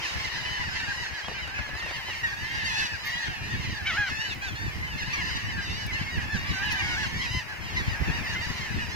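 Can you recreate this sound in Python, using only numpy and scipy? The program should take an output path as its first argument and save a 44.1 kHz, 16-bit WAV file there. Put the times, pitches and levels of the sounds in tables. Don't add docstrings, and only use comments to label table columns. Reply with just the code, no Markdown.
import sys
import numpy as np
from scipy import signal
from scipy.fft import rfft, irfft, next_fast_len
from scipy.io import wavfile
from scipy.ndimage import uniform_filter1d, map_coordinates

SR = 44100
rng = np.random.default_rng(int(sys.argv[2]) if len(sys.argv) > 2 else 0)


def master(y):
    cut = np.clip(np.atleast_2d(y).T, -1, 1)
    pcm = np.round(cut * 32767)
    wavfile.write(sys.argv[1], SR, pcm.astype(np.int16))


N = 394694
TIME = np.arange(N) / SR


def amp(db):
    return 10 ** (np.asarray(db) / 20)


def unit(x):
    return x / np.sqrt(np.mean(x ** 2) + 1e-20)


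def read(points, hz):
    f, db = np.transpose(points)
    return np.interp(np.log(hz + 1), np.log(f + 1), db)


def follow(rows, t):
    s, *columns = np.transpose(rows)
    return [np.interp(t, s, c) for c in columns]


def colour(x, gain):
    size = next_fast_len(x.shape[-1] + 4096)
    spectrum = rfft(x, size) * gain(np.fft.rfftfreq(size, 1 / SR))
    return irfft(spectrum, size)[..., :x.shape[-1]]


def drift(t, hz):
    knots = rng.standard_normal(4096)
    return np.interp((t - t[0]) * hz, np.arange(len(knots)), knots)


def panned(db):
    gains = amp(np.array([db, -db]).reshape(2, -1) / 2)
    return gains / np.sqrt(np.mean(gains ** 2, 0))


def add(mix, s, sound):
    start = round(s * SR)
    sound = sound[:, max(-start, 0):]
    part = mix[:, max(start, 0):][:, :sound.shape[1]]
    part += sound[:, :part.shape[1]]


def scatter(x, t60):
    t = np.arange(SR // 2) / SR
    sparse = rng.random((2, len(t))) < 1 / 20
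    echoes = rng.standard_normal((2, len(t))) * sparse * amp(-60 * t / t60) * (t > .003)
    echoes /= np.linalg.norm(echoes, axis=1, keepdims=True)
    return signal.fftconvolve(x, echoes, axes=1)[:, :N]


EDGE_S = .01

# [freq_hz, gain_db]
THROAT_SPECTRUM = [(400, -28), (750, -22.5), (1000, -11.5), (1250, -12), (1650, -1.5), (2100, 2.5),
                   (2400, -1), (2900, -2.5), (3500, -4.5), (5000, -5), (6300, -4.5), (7500, -18),
                   (9000, -27.5), (11000, -24), (15000, -36)]


def cry(t, hz, level_db, third_db, bright_db, lead_ms, rasp, flutter_db, slope_db=0, first_db=0):
    half_db, throb_share = -20, .75
    top_fall_db = -6
    screech_db, rasp_rise = -7, .02
    attack_s, release_s = .02, .014
    lead_s = lead_ms / 1000
    jitter = .022 * rasp
    phase = 2 * np.pi * np.cumsum(hz * (1 + jitter * drift(t, 306.4))) / SR
    level_db = level_db + throb_share * flutter_db * drift(t, 45.7)

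    voice = np.zeros((2, len(t)))
    for k in range(1, 16):
        bill_db = first_db * (k == 1) + third_db * (k == 3) + top_fall_db * (k > 5)
        bill_db = bill_db + (bright_db + slope_db * (k - 4)) * (k > 3)
        gain = amp(read(THROAT_SPECTRUM, k * hz) + bill_db + flutter_db * drift(t, 37.0))
        grit = rasp * (1 + rasp_rise * k) * (drift(t, 520) + 1j * drift(t, 520))
        partial = gain * (1 + grit) * np.exp(1j * (k * phase + 2 * np.pi * rng.random()))
        right = partial * np.exp(2j * np.pi * k * hz * lead_s)
        voice += np.real([partial, right])
    voice *= 1 + amp(half_db) * drift(t, 20.6) * np.cos(phase / 2)

    puffs = rng.standard_normal(len(t)) * (1 + np.cos(phase))
    air = unit(colour(puffs, lambda f: amp(read(THROAT_SPECTRUM, f))))
    air_ports = np.array([air, np.roll(air, -round(lead_s * SR))])
    voice += amp(screech_db + bright_db / 2) * rasp * air_ports
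    edges = np.minimum((t - t[0]) / attack_s, (t[-1] - t) / release_s)
    gate = np.sin(np.pi / 2 * np.clip(edges, 0, 1)) ** 2
    return t[0], np.sqrt(2) * amp(level_db) * gate * voice


def near_call(glide, start, length, pitch_hz, depth, level_db, third_db, bright_db, lead_ms):
    tail_s, sag_per_s = .019, 3
    t = np.arange(-EDGE_S, length + tail_s, 1 / SR)
    step = np.clip(t / length, 0, 1) * (len(glide) - 1)
    bend = 1 + depth * map_coordinates(np.array(glide, float), [step], order=3, mode="nearest")
    hz = pitch_hz * bend * np.exp(-sag_per_s * np.maximum(t - length, 0))
    rasp = .18 + .15 * np.clip((820 - hz) / 100, 0, 1)
    return cry(start + t, hz, level_db, third_db, bright_db, lead_ms, rasp, flutter_db=3.2)


YELP_BEND = [-.02, 0, -.03, -.1, -0.22]
MEW_BEND = [-.09, -.045, -.012, 0, -.01, -0.072]
WAIL_BEND = [0.044, 0.015, -.1, -0.14, -0.057, -0.07, 0.019, -0.027, -0.17]
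# [start_s, length_s, pitch_hz, depth, level_db, third_db, bright_db, lead_ms]
YELP_CALLS = [(0.021, 0.038, 1050, 0.81, -44.5, 5, -3, -0.048), (0.043, 0.052, 1000, 1.1, -45, 1, 3, 0.27),
              (0.088, 0.039, 782, 0.37, -42, -9, -7, 0.26), (0.239, 0.038, 1037, 0.56, -41, -6, -4, 0.5),
              (0.32, 0.032, 970, 0.33, -56, -11, -2, -0.3), (0.36, 0.053, 1038, 0.53, -49.5, 4, 4, 0.25),
              (0.432, 0.04, 1040, 0.7, -43, -7, -9, 0.4), (0.452, 0.03, 870, 0.4, -43, 4, -9, 0.28),
              (0.75, 0.055, 1020, 0.6, -42, -4, -7, 0.1), (0.795, 0.06, 775, 0.35, -40, -8, -10, 0.1),
              (0.578, 0.037, 1104, 0.51, -46, -2, -11, -0.34),
              (0.602, 0.039, 1014, 1.3, -39, -11, -20, 0.18),
              (0.84, 0.046, 940, 0.58, -43.5, -1, -4, -0.29), (1.017, 0.039, 990, 0.95, -39, -7, -7, 0.11),
              (1.177, 0.038, 958, 0.69, -41.5, -13, -4, 0.14),
              (1.289, 0.048, 995, 0.47, -53.5, 3, 3.5, 0.06),
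              (1.346, 0.056, 804, 0.35, -36.5, -5, -19, 0.1),
              (1.542, 0.046, 878, 0.71, -35, -2.5, -12, 0.24),
              (1.703, 0.04, 1010, 0.8, -49, -10, -14, -0.51), (1.767, 0.032, 1020, 0.59, -47, -2, 1, 0.28),
              (1.813, 0.088, 923, 0.76, -39, -3, -11, 0.34), (1.93, 0.044, 1036, 0.7, -50, 8, -4, 0.44),
              (2.098, 0.04, 960, 0.77, -49, 7.5, -1, 0.055),
              (2.233, 0.043, 945, 0.47, -34.5, -6.5, -13, -0.36),
              (2.283, 0.055, 1153, 0.88, -41, -5, -7.5, 0.21), (2.661, 0.042, 1052, 0.4, -41, 3, -12, 0.39),
              (3.063, 0.046, 1073, 0.74, -40.5, -8, -5, 0.49),
              (3.255, 0.02, 951.0, 1.03, -35, -9, -7, 0.49), (3.601, 0.047, 1077, 1.2, -45, -1, -4, 0.45),
              (3.685, 0.046, 1066, 1.03, -50.5, 4, -1, -0.33),
              (4.064, 0.034, 1040, 0.5, -43, 4, -2.5, 0.025),
              (4.439, 0.049, 993, 0.57, -42, -6, -2.5, 0.29), (4.527, 0.029, 1045, 0.72, -53, 10, -2, 0.22),
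              (4.666, 0.083, 1188, 0.73, -50, -2, -12, 0.14), (4.98, 0.044, 1074, 0.92, -41, 2, -0.5, 0.43),
              (5.13, 0.041, 1184, 0.53, -37, -11, -5, 0.22),
              (5.176, 0.041, 1115, 0.47, -37, -3, -8.5, 0.01),
              (5.278, 0.027, 897, 0.74, -41, -9, -11, 0.046),
              (5.345, 0.055, 955.0, 0.57, -47, -10, 0, -0.41), (5.365, 0.059, 1044, 0.78, -50, 1, -4, -0.3),
              (5.498, 0.034, 1075, 0.71, -41.5, -5, -18, -0.41),
              (5.873, 0.04, 1160, 0.55, -43, -6, -13, -0.47), (5.925, 0.05, 1000, 0.51, -44, 6, -6, 0.44),
              (6.177, 0.048, 985, 0.68, -42, -2, -13, 0.1), (6.229, 0.072, 990, 0.51, -55, 4, -3, 0.16),
              (6.324, 0.058, 1035, 0.5, -48.5, 1, 6, 0.27), (6.343, 0.053, 1016, 0.75, -48, 2, -1, 0.26),
              (6.539, 0.046, 1074, 0.39, -42.5, -6, 0, 0.11),
              (6.558, 0.11, 1000, 0.79, -42, -12, -12, 0.038), (7.028, 0.035, 1125, 0.65, -43, 3, -5, 0.22),
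              (7.238, 0.022, 912, 0.32, -52, 14, -4, -0.019), (7.92, 0.05, 930, 0.4, -42.5, -14, -21, 0.12),
              (7.607, 0.045, 1087, 1.03, -44.5, -1, -6, 0.23),
              (7.696, 0.052, 1097, 0.6, -45.5, -1, 0, 0.39), (7.761, 0.047, 1025, 0.49, -40, -6, -9, 0.2),
              (8.03, 0.035, 1020, 0.5, -39.5, -10, -14, -0.077),
              (8.236, 0.04, 1050, 0.55, -40, -5, -8, -0.4), (8.053, 0.051, 905, 0.38, -46.5, 5, -2, -0.049),
              (8.296, 0.046, 1000, 0.56, -43, 4, 2.5, 0.13), (8.327, 0.033, 860, 0.62, -38, -21, -9, 0.057),
              (8.485, 0.04, 915, 1, -40, -20, -8, 0.071), (8.653, 0.045, 890, 0.29, -40.5, -7, -18, 0.1),
              (8.781, 0.051, 905, 0.41, -38, -8, -17, 0.35), (8.561, 0.02, 1068, 0.52, -44, 3, -1, -0.41),
              (8.607, 0.048, 1068, 0.75, -40.5, 0, -4, 0.4)]
# [start_s, length_s, pitch_hz, depth, level_db, third_db, bright_db, lead_ms]
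MEW_CALLS = [(0.168, 0.08, 1060, 0.8, -45, -3, 0, -0.13), (0.197, 0.08, 915, 0.9, -38, -8, -8.5, 0.23),
             (0.82, 0.04, 943, 1.2, -43, 0, -14, 0.041), (0.872, 0.045, 820, 0.2, -34.5, -11, -14, 0.1),
             (0.88, 0.07, 975, 0.7, -41, -4, -9, 0.15), (0.97, 0.06, 985, 0.6, -40, -4, -9, -0.36),
             (0.35, 0.06, 1025, 0.7, -47, 4, -1, 0.13), (0.735, 0.1, 905, 0.4, -43, -4, -5, -0.43),
             (0.68, 0.085, 765, 1.8, -41, -12, -14, 0.2), (1.056, 0.077, 960, 0.35, -44, -8, -22, -0.32),
             (1.106, 0.083, 1065, 0.7, -54, 0, -8, 0.082), (1.231, 0.047, 1094, 0.7, -57.5, 18.5, 3, 0.039),
             (1.316, 0.14, 1027, 1.15, -52.5, 10.5, 0, 0.38), (1.377, 0.12, 964, 0.48, -45.5, 0, -5, 0.29),
             (1.548, 0.069, 872, 0.8, -43, -2, -16, 0.33), (1.888, 0.077, 927, 0.7, -50, -1, 4, 0.22),
             (2.044, 0.059, 1024, 0.6, -44.5, 1, -2, -0.062), (2.37, 0.29, 1065, 1.37, -44, -3.5, -7, 0.32),
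             (2.514, 0.085, 947, 0.71, -48.5, 5, 2.5, 0.19), (2.783, 0.08, 992, 0.45, -43, 2, 6, 0.34),
             (3.039, 0.2, 974, 0.65, -42, -3, -4, -0.46), (3.146, 0.11, 849, 0.5, -42, -4, -1.5, 0.39),
             (3.432, 0.044, 1015, 1.2, -48, -4, 0, 0.25), (3.499, 0.13, 953, 1, -45, -8, -4, 0.27),
             (3.682, 0.093, 956, 0.75, -50, -2, 3, -0.43), (3.925, 0.09, 1034, 0.75, -46.5, -3, 0, 0.57),
             (4.1, 0.056, 1063, 0.3, -49, -10, -13, 0.45), (4.101, 0.22, 889, 0.53, -38.5, -6, -9, 0.4),
             (4.16, 0.17, 990, 1.7, -42, 3, -2.5, 0.3), (4.412, 0.11, 884, 1.07, -40, -3, -9.5, 0.27),
             (4.552, 0.14, 911, 1.0, -38.5, -9, -9.5, 0.25), (4.795, 0.087, 1044, 1.7, -45, -6, -11, 0.25),
             (5.104, 0.18, 934, 1.0, -42, 0, -2, 0.43), (5.219, 0.087, 1038, 0.91, -45, -4, 0.5, 0.16),
             (5.247, 0.12, 992, 0.41, -44.5, -2, 4, -0.39), (5.45, 0.08, 1010, 1.1, -45, -1, -7, -0.27),
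             (5.55, 0.09, 810, 0.2, -41, -10, -16, 0.1), (5.925, 0.1, 1055, 0.3, -40.5, -9, -10, 0.27),
             (6.045, 0.07, 1082, 0.25, -43, -12, -14, -0.4), (5.98, 0.05, 1005, 1.3, -47, 5, 0, -0.07),
             (6.62, 0.055, 875, 0.6, -36, -11, -17, 0.1), (6.472, 0.035, 1040, 0.6, -40.5, -2, 2.5, 0.23),
             (6.502, 0.13, 992, 0.48, -52.5, -10, 8, 0.32), (7.09, 0.2, 992, 0.65, -42, -6, -18, 0.2),
             (7.23, 0.16, 927, 0.42, -42.5, 0, -13, -0.28), (8.111, 0.068, 949, 0.6, -37.5, -8, -22, -0.15),
             (8.345, 0.07, 1050, 0.5, -42, -4, -11, 0.4), (8.406, 0.13, 995, 1, -46, 0, -3, 0.13),
             (8.69, 0.11, 865, 0.3, -43, 1, -8, 0.36), (8.701, 0.097, 1013, 0.6, -50, -3, -7, -0.44),
             (7.759, 0.036, 936, 1.2, -45, 0, 0.5, -0.2), (8.89, 0.1, 1063, 1.2, -48, 0, 1, 0.17)]
# [start_s, length_s, pitch_hz, depth, level_db, third_db, bright_db, lead_ms]
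WAIL_CALLS = [(3.291, 0.41, 885, 0.68, -57, 9, 6, 0.075), (4.869, 0.28, 981, 0.81, -42, -1.5, -9.5, 0.3),
              (7.771, 0.18, 938, 0.8, -42.5, -6, -8, 0.22)]


def yelps_mews_and_wails(trim_db=.8):
    calls = np.zeros((2, N))
    for bend, table in (YELP_BEND, YELP_CALLS), (MEW_BEND, MEW_CALLS), (WAIL_BEND, WAIL_CALLS):
        for row in table:
            add(calls, *near_call(bend, *row))
    return amp(trim_db) * calls


# [time_s, pitch_hz, level_db, third_db, bright_db, rasp_share]
CLOSE_CURVES = [
    [(0.43, 992, -54, 6, -2, .2), (0.455, 995, -44, 6, -8, .3), (0.52, 1003, -44, 4, -11, .2),
     (0.585, 1003, -45, 3, -10, .2), (0.62, 985, -41, 0, -10, .35), (0.65, 790, -47, 0, -6, .5)],
    [(2.642, 900, -44, 0, 0, .7), (2.658, 945, -35, -1, 0, .3), (2.715, 835, -38, 1, -3, .25),
     (2.76, 865, -37, 0, 0, .35), (2.81, 878, -37, 1, 0, .22), (2.87, 860, -37, 1, -3, .3),
     (2.89, 780, -48, 0, -4, .6)],
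    [(3.853, 730, -48, 3, -2, 1), (3.872, 775, -35, 7, 5, 0.4), (3.892, 768, -31, -3, -4, 0.25),
     (3.925, 627, -27, -8, -11, 0.37), (3.96, 691, -29.5, -14, -14, 0.4),
     (3.987, 839, -22.5, -11, -17, 0.2), (4.02, 824, -26, -15, -19, .15), (4.05, 798, -30, -12, -13, .2),
     (4.085, 744, -26, -16, -18, 0.25), (4.098, 610, -34, -12, -16, 0.3)],
    [(5.615, 1012, -50, 4, 7, .15), (5.63, 1012, -45, 3, 7, .06), (5.68, 888, -46, 2, 0, .05),
     (5.72, 905, -47, 4, 4, .04), (5.785, 988, -47, 6, 6, .03), (5.815, 992, -47, 6, 6, .03),
     (5.855, 960, -48, 5, 2, .08), (5.88, 880, -55, 2, 0, .2)],
    [(6.705, 770, -42, 3, 2, .8), (6.722, 865, -34, 0, -4, .7), (6.745, 900, -35, -6, -13, .6),
     (6.78, 890, -37, -8, -12, .45), (6.84, 945, -38, -5, -9, .5), (6.93, 930, -39, -5, -9, .5),
     (6.96, 880, -46, -4, -8, .7)],
    [(6.83, 745, -41, -1, -4, .3), (6.88, 735, -35, -2, -8, .2), (6.945, 724, -34, -4, -10, .2),
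     (6.965, 735, -31, -12, -13, .3), (6.985, 865, -28, -16, -13, .2), (7.02, 870, -33, -12, -10, .15),
     (7.046, 800, -30, -15, -16, .25), (7.064, 640, -37, -14, -17, .3)],
    [(7.212, 1033, -45, 14, 5, 0), (7.235, 1109, -39, 2, -5, 0.3), (7.26, 1048, -49, 4, 4, 0.24),
     (7.285, 956, -57, 0, 11, 0.07), (7.32, 997, -43, 4, 1.5, 0.2), (7.358, 1019, -39.5, 4, 1, 0.1),
     (7.395, 1014, -37.5, -1.5, -4.5, 0.1), (7.43, 783, -49, 0, -10, 0.1)],
]
# [lead_ms, slope_db per harmonic, first_db]
CLOSE_BIRDS = [(.35, -.5, 10), (.37, .4, 2), (-.04, -2.5, 0), (.35, -1, 0), (-.2, .6, 4), (-.13, .3, 2),
               (.02, 0, 4)]


def close_cries(trim_db=.8, flutter_db=1.5):
    close = np.zeros((2, N))
    for rows, (lead_ms, slope_db, first_db) in zip(CLOSE_CURVES, CLOSE_BIRDS):
        t = np.arange(rows[0][0] - EDGE_S, rows[-1][0] + EDGE_S, 1 / SR)
        hz, level_db, third_db, bright_db, rasp = follow(rows, t)
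        add(close, *cry(t, hz, level_db, third_db, bright_db, lead_ms, rasp, flutter_db, slope_db, first_db))
    return amp(trim_db) * close


def near_gulls(echo_db=-14):
    near = yelps_mews_and_wails() + close_cries()
    return near + amp(echo_db) * scatter(near, t60=0.55)


def far_voices(count=60, timbre_db=2.5):
    turn = np.arange(4096) / 4096
    voices = []
    for _ in range(count):
        partials = [amp(timbre_db * rng.standard_normal()) * np.cos(2 * np.pi * (k * turn + rng.random()))
                    for k in range(1, 13)]
        voices.append(unit(sum(partials)))
    return voices


# [freq_hz, gain_db]
FAR_SPECTRUM = [(400, 8), (800, -5), (1000, -12.5), (1250, -7.5), (1620, 7.5), (2000, -3.5), (2300, -4.5),
                (2800, -2), (3400, -10.5), (4900, -8.5), (6500, -17.5), (8000, -29.5), (11000, -35.5),
                (15000, -32)]
# [time_s, level_db, bright_db]
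DIN_CURVE = [(0, -35.5, 9), (.6, -33, -1.5), (1.05, -36, 5), (1.35, -40, 5), (1.65, -35.5, -17),
             (2.4, -36, -2), (2.75, -29.5, -8), (3.0, -35, -2), (3.15, -34.5, -16), (3.75, -36, -8),
             (4.15, -35.5, -5), (4.55, -41.5, -8), (4.9, -40, 0), (5.25, -32, -13), (5.45, -34.5, -11),
             (5.85, -38.5, 5), (6.75, -28, -26), (7.0, -32, -13), (7.3, -37.5, 9), (7.6, -40, -5),
             (8.1, -35.5, -3), (8.95, -38, -2)]


def flock(count=460, pitch_hz=940, pitch_spread=.085, port_delay_s=.00048, shrill=0.3):
    yelp = [1.02, 1.08, 1.08, 1.04, .98, .86]
    wail = [.96, .92, .97, 1.02, 1.04, 1.02, .9]
    thinning, wail_db = 1.2, -4
    jitter, rasp, spread_db = .008, .12, 3.5
    echo_db, trim_db = -7, -.9
    voices = far_voices()
    wobble, calls = drift(TIME, 330), np.zeros((2, N))
    chances, spreads = rng.random((count, 4)), rng.standard_normal((count, 3))
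    for k, ((when, kind, span, bearing), (high, size, side)) in enumerate(zip(chances, spreads)):
        if kind < .72:
            shape, seconds, db = yelp, .055 + .06 * span, 0
        else:
            shape, seconds, db = wail, .16 + .14 * span, wail_db
        u = np.linspace(0, 1, int(seconds * SR))
        glide = uniform_filter1d(np.interp(u, np.linspace(0, 1, len(shape)), shape), len(u) // 6)
        hz = pitch_hz * np.exp(pitch_spread * high) * glide
        hz *= 1 + jitter * np.roll(wobble[:SR], k * 97)[:len(u)]
        voice = voices[k % len(voices)]
        call = voice[(np.cumsum(hz) / SR % 1 * len(voice)).astype(int)]
        call = call * np.sqrt(abs(np.sin(np.pi * u ** 0.91))) * amp(db + spread_db * min(size, 1))
        call *= 1 + rasp * wobble[k * 500:][:len(u)]
        lag = int(port_delay_s * SR * np.cos(np.pi * bearing))
        start = ((k + when) / count) ** thinning * (N / SR + .3) - .3
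        add(calls, start, np.array([call, np.roll(call, lag)]) * panned(2 * side - 1))

    din = colour(calls + amp(echo_db) * scatter(calls, t60=0.32), lambda f: amp(read(FAR_SPECTRUM, f)))
    din /= np.sqrt(uniform_filter1d(np.mean(din ** 2, 0), SR // 5) + 1e-12)
    level_db, bright_db = follow(DIN_CURVE, TIME)
    upper = colour(din, lambda f: 1 / (1 + (3300 / (f + 1)) ** 8))
    upper_gain = amp(shrill * (bright_db - bright_db.mean())) - 1
    return amp(level_db + trim_db) * (din + upper * upper_gain)


def tap(hz, decay_s, sharpness):
    t = np.arange(SR // 12) / SR
    noise = rng.standard_normal(len(t)) + 0.72 * rng.standard_normal((2, len(t)))
    noise *= np.exp(-t / decay_s)
    b, a = signal.iirpeak(min(hz, SR / 3), sharpness, SR)
    burst = signal.lfilter(b, a, signal.lfilter(b, a, noise))
    return burst / abs(burst).max()


# [start_s, level_db, pitch_hz]
KNOCK_HITS = [(1.118, -39, 875), (1.224, -46, 1280), (1.243, -33, 980), (1.282, -26, 888),
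              (1.293, -36, 522), (1.313, -33, 686), (1.475, -30.5, 1140), (1.59, -30, 440),
              (1.664, -33, 860), (1.69, -34, 891), (1.751, -29.5, 820), (1.794, -36, 730),
              (1.824, -32.5, 861), (1.862, -31, 830), (1.886, -36, 934), (1.91, -28.5, 835),
              (2.084, -34, 650), (2.096, -32, 970)]
# [start_s, peak_db, centre_hz, decay_s, sharpness (Q of the resonance)]
TICK_HITS = [(3.052, -39, 12700, .03, 25), (4.346, -42, 13000, .002, 1.6),
             (5.865, -30.5, 12000, .0026, 1.8), (6.659, -41, 13000, .003, 1.6),
             (6.724, -35, 12500, .006, 1.6)]


def taps(knock_trim_db=3, knock_decay_s=0.0074):
    out = np.zeros((2, N))
    for s, db, hz in KNOCK_HITS:
        add(out, s, amp(db + knock_trim_db) * tap(hz, knock_decay_s, sharpness=0.51))
    for s, db, hz, decay_s, sharpness in TICK_HITS:
        add(out, s, amp(db) * tap(hz, decay_s, sharpness))
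    return out


# [start_s, level_db, side_db]
EDDIES = [(3.516, -31, 0.5), (3.665, -24, -3.0), (4.182, -25, 11), (4.524, -29, 1.0), (4.671, -21, 0.5),
          (5.435, -24, 0.5), (5.637, -39, 1), (5.842, -24, 0.5), (6.002, -22.5, 0.5), (6.488, -30, 1),
          (6.893, -32, 3.0), (7.302, -22.5, 3), (7.361, -20, 2), (7.87, -15, 5), (8.012, -21, 8),
          (8.093, -36, -2), (8.735, -23, 0.5)]


def buffets(width_s=0.0021, trim_db=-4, far_port_db=-9):
    out, t = np.zeros((2, N)), np.arange(SR // 20) / SR
    draws = rng.uniform(-1.03, 1, (len(EDDIES), 3))
    for (s, db, side_db), (size, sign, other) in zip(EDDIES, draws):
        u = (t - .016) / (width_s * amp(2.7 * size))
        swing = (1 - u ** 2) * np.exp(-u ** 2 / 2)
        ports = np.array([[np.sign(sign)], [np.sign(other) * amp(far_port_db)]])
        if side_db <= 0:
            ports = ports[::-1]
        add(out, s - .004, 2 * amp(db + trim_db) * swing * ports)
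    return out


# [freq_hz, gain_db]
WIND_SPECTRUM = [(15, -7), (30, -13), (55, 2.5), (95, 2), (180, -5.5), (270, -11.5), (380, -16), (600, -24)]
# [time_s, level_db, side_db]
BREEZE_CURVE = [(0, -46.5, 39), (.7, -38, -3.5), (1.2, -45.5, 17), (1.6, -38, 18), (2.05, -46, 27),
                (2.6, -38.5, -4.5), (3.35, -47.5, 16), (3.6, -38, -7), (4.3, -42, 12.5),
                (4.65, -34.5, -4.5), (5.1, -37.5, 4.5), (5.6, -35, -1.5), (6.6, -36.5, 2),
                (7.35, -35.5, -0.5), (7.48, -47, 21), (7.75, -33, 0.5), (8.4, -36, 5.5), (8.95, -36.5, 7)]
# [peak_s, rise_s, peak_db, side_db]
GUST_SWELLS = [(0.178, 0.062, -34, 1), (3.289, 0.049, -34.5, -1), (3.587, 0.32, -33.5, 0),
               (3.97, 0.079, -36.5, 0), (5.844, 0.02, -47, -8), (6.178, 0.029, -25, -3),
               (6.35, 0.06, -31, -16), (6.509, 0.024, -26.5, 1), (6.91, 0.039, -31.5, -3.5),
               (7.138, 0.033, -30.5, 0), (7.882, 0.046, -35, -10), (8.014, 0.039, -25.5, -5.5),
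               (8.105, 0.075, -28, 1), (8.472, 0.012, -24, 6), (8.771, 0.038, -23.5, -4)]


def wind(shared_lumps_db=4.0, port_lumps_db=5.0):
    level_db, side_db = follow(BREEZE_CURVE, TIME)
    power = (amp(level_db) * panned(side_db)) ** 2
    for s, rise, db, side_db in GUST_SWELLS:
        swell = amp(db) * panned(side_db) * np.hanning(int(2 * rise * SR))
        add(power, s - rise, swell ** 2)
    port_drift = np.array([drift(TIME, 60), drift(TIME, 60)])
    lumps = amp(shared_lumps_db * drift(TIME, 45) + port_lumps_db * port_drift)
    air = colour(rng.standard_normal((2, N)) * lumps,
                 lambda f: amp(read(WIND_SPECTRUM, f)) / (1 + (f / 520) ** 6))
    return air * np.sqrt(power / (uniform_filter1d(air ** 2, SR // 6, axis=1) + 1e-12))


# [freq_hz, gain_db]
WASH_SPECTRUM = [(100, -52), (300, 0), (500, 0), (850, 5.5), (1250, 3), (2500, 7), (5000, -38), (8000, -39),
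                 (15500, -28)]
# [time_s, swell_db]
SURF_CURVE = [(0, 9.5), (.6, 4.5), (1.1, 4.5), (3, 3.5), (4.6, 2.5), (6, 4.5), (7.5, 4), (8.1, 9.5),
              (8.95, 4)]
# [freq_hz, gain_db]
HISS_SPECTRUM = [(1000, 1.5), (7000, 5), (9000, -2.5), (11000, 1), (12400, 3.5), (14000, -0.5),
                 (15800, -2.5)]
# [time_s, wander_db]
HISS_CURVE = [(0, 3.5), (1.4, -2.5), (2.2, 5), (2.8, 2), (3.6, 2), (4.9, 4), (5.6, 1.5), (6.7, 4),
              (7.5, 2.5), (8.2, 6), (8.95, 3.5)]


def waves(wash_db=-47, shared=0.43, hiss_db=-59.0):
    noise = rng.standard_normal((2, N)) + shared * rng.standard_normal(N)
    swell_db, = follow(SURF_CURVE, TIME)
    wash = unit(colour(noise, lambda f: amp(read(WASH_SPECTRUM, f))))
    wander_db, = follow(HISS_CURVE, TIME)
    hiss = unit(colour(rng.standard_normal((2, N)), lambda f: amp(read(HISS_SPECTRUM, f))))
    return amp(wash_db + swell_db) * wash + amp(hiss_db + wander_db) * hiss


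def scene():
    return near_gulls() + flock() + taps() + buffets() + wind() + waves()


def record(dry, edge_hz=15850):
    lowpass = signal.firwin(511, edge_hz, window=("kaiser", 9), fs=SR)
    return signal.oaconvolve(dry, lowpass[None], "same")


dry = scene()
out = record(dry)
master(out)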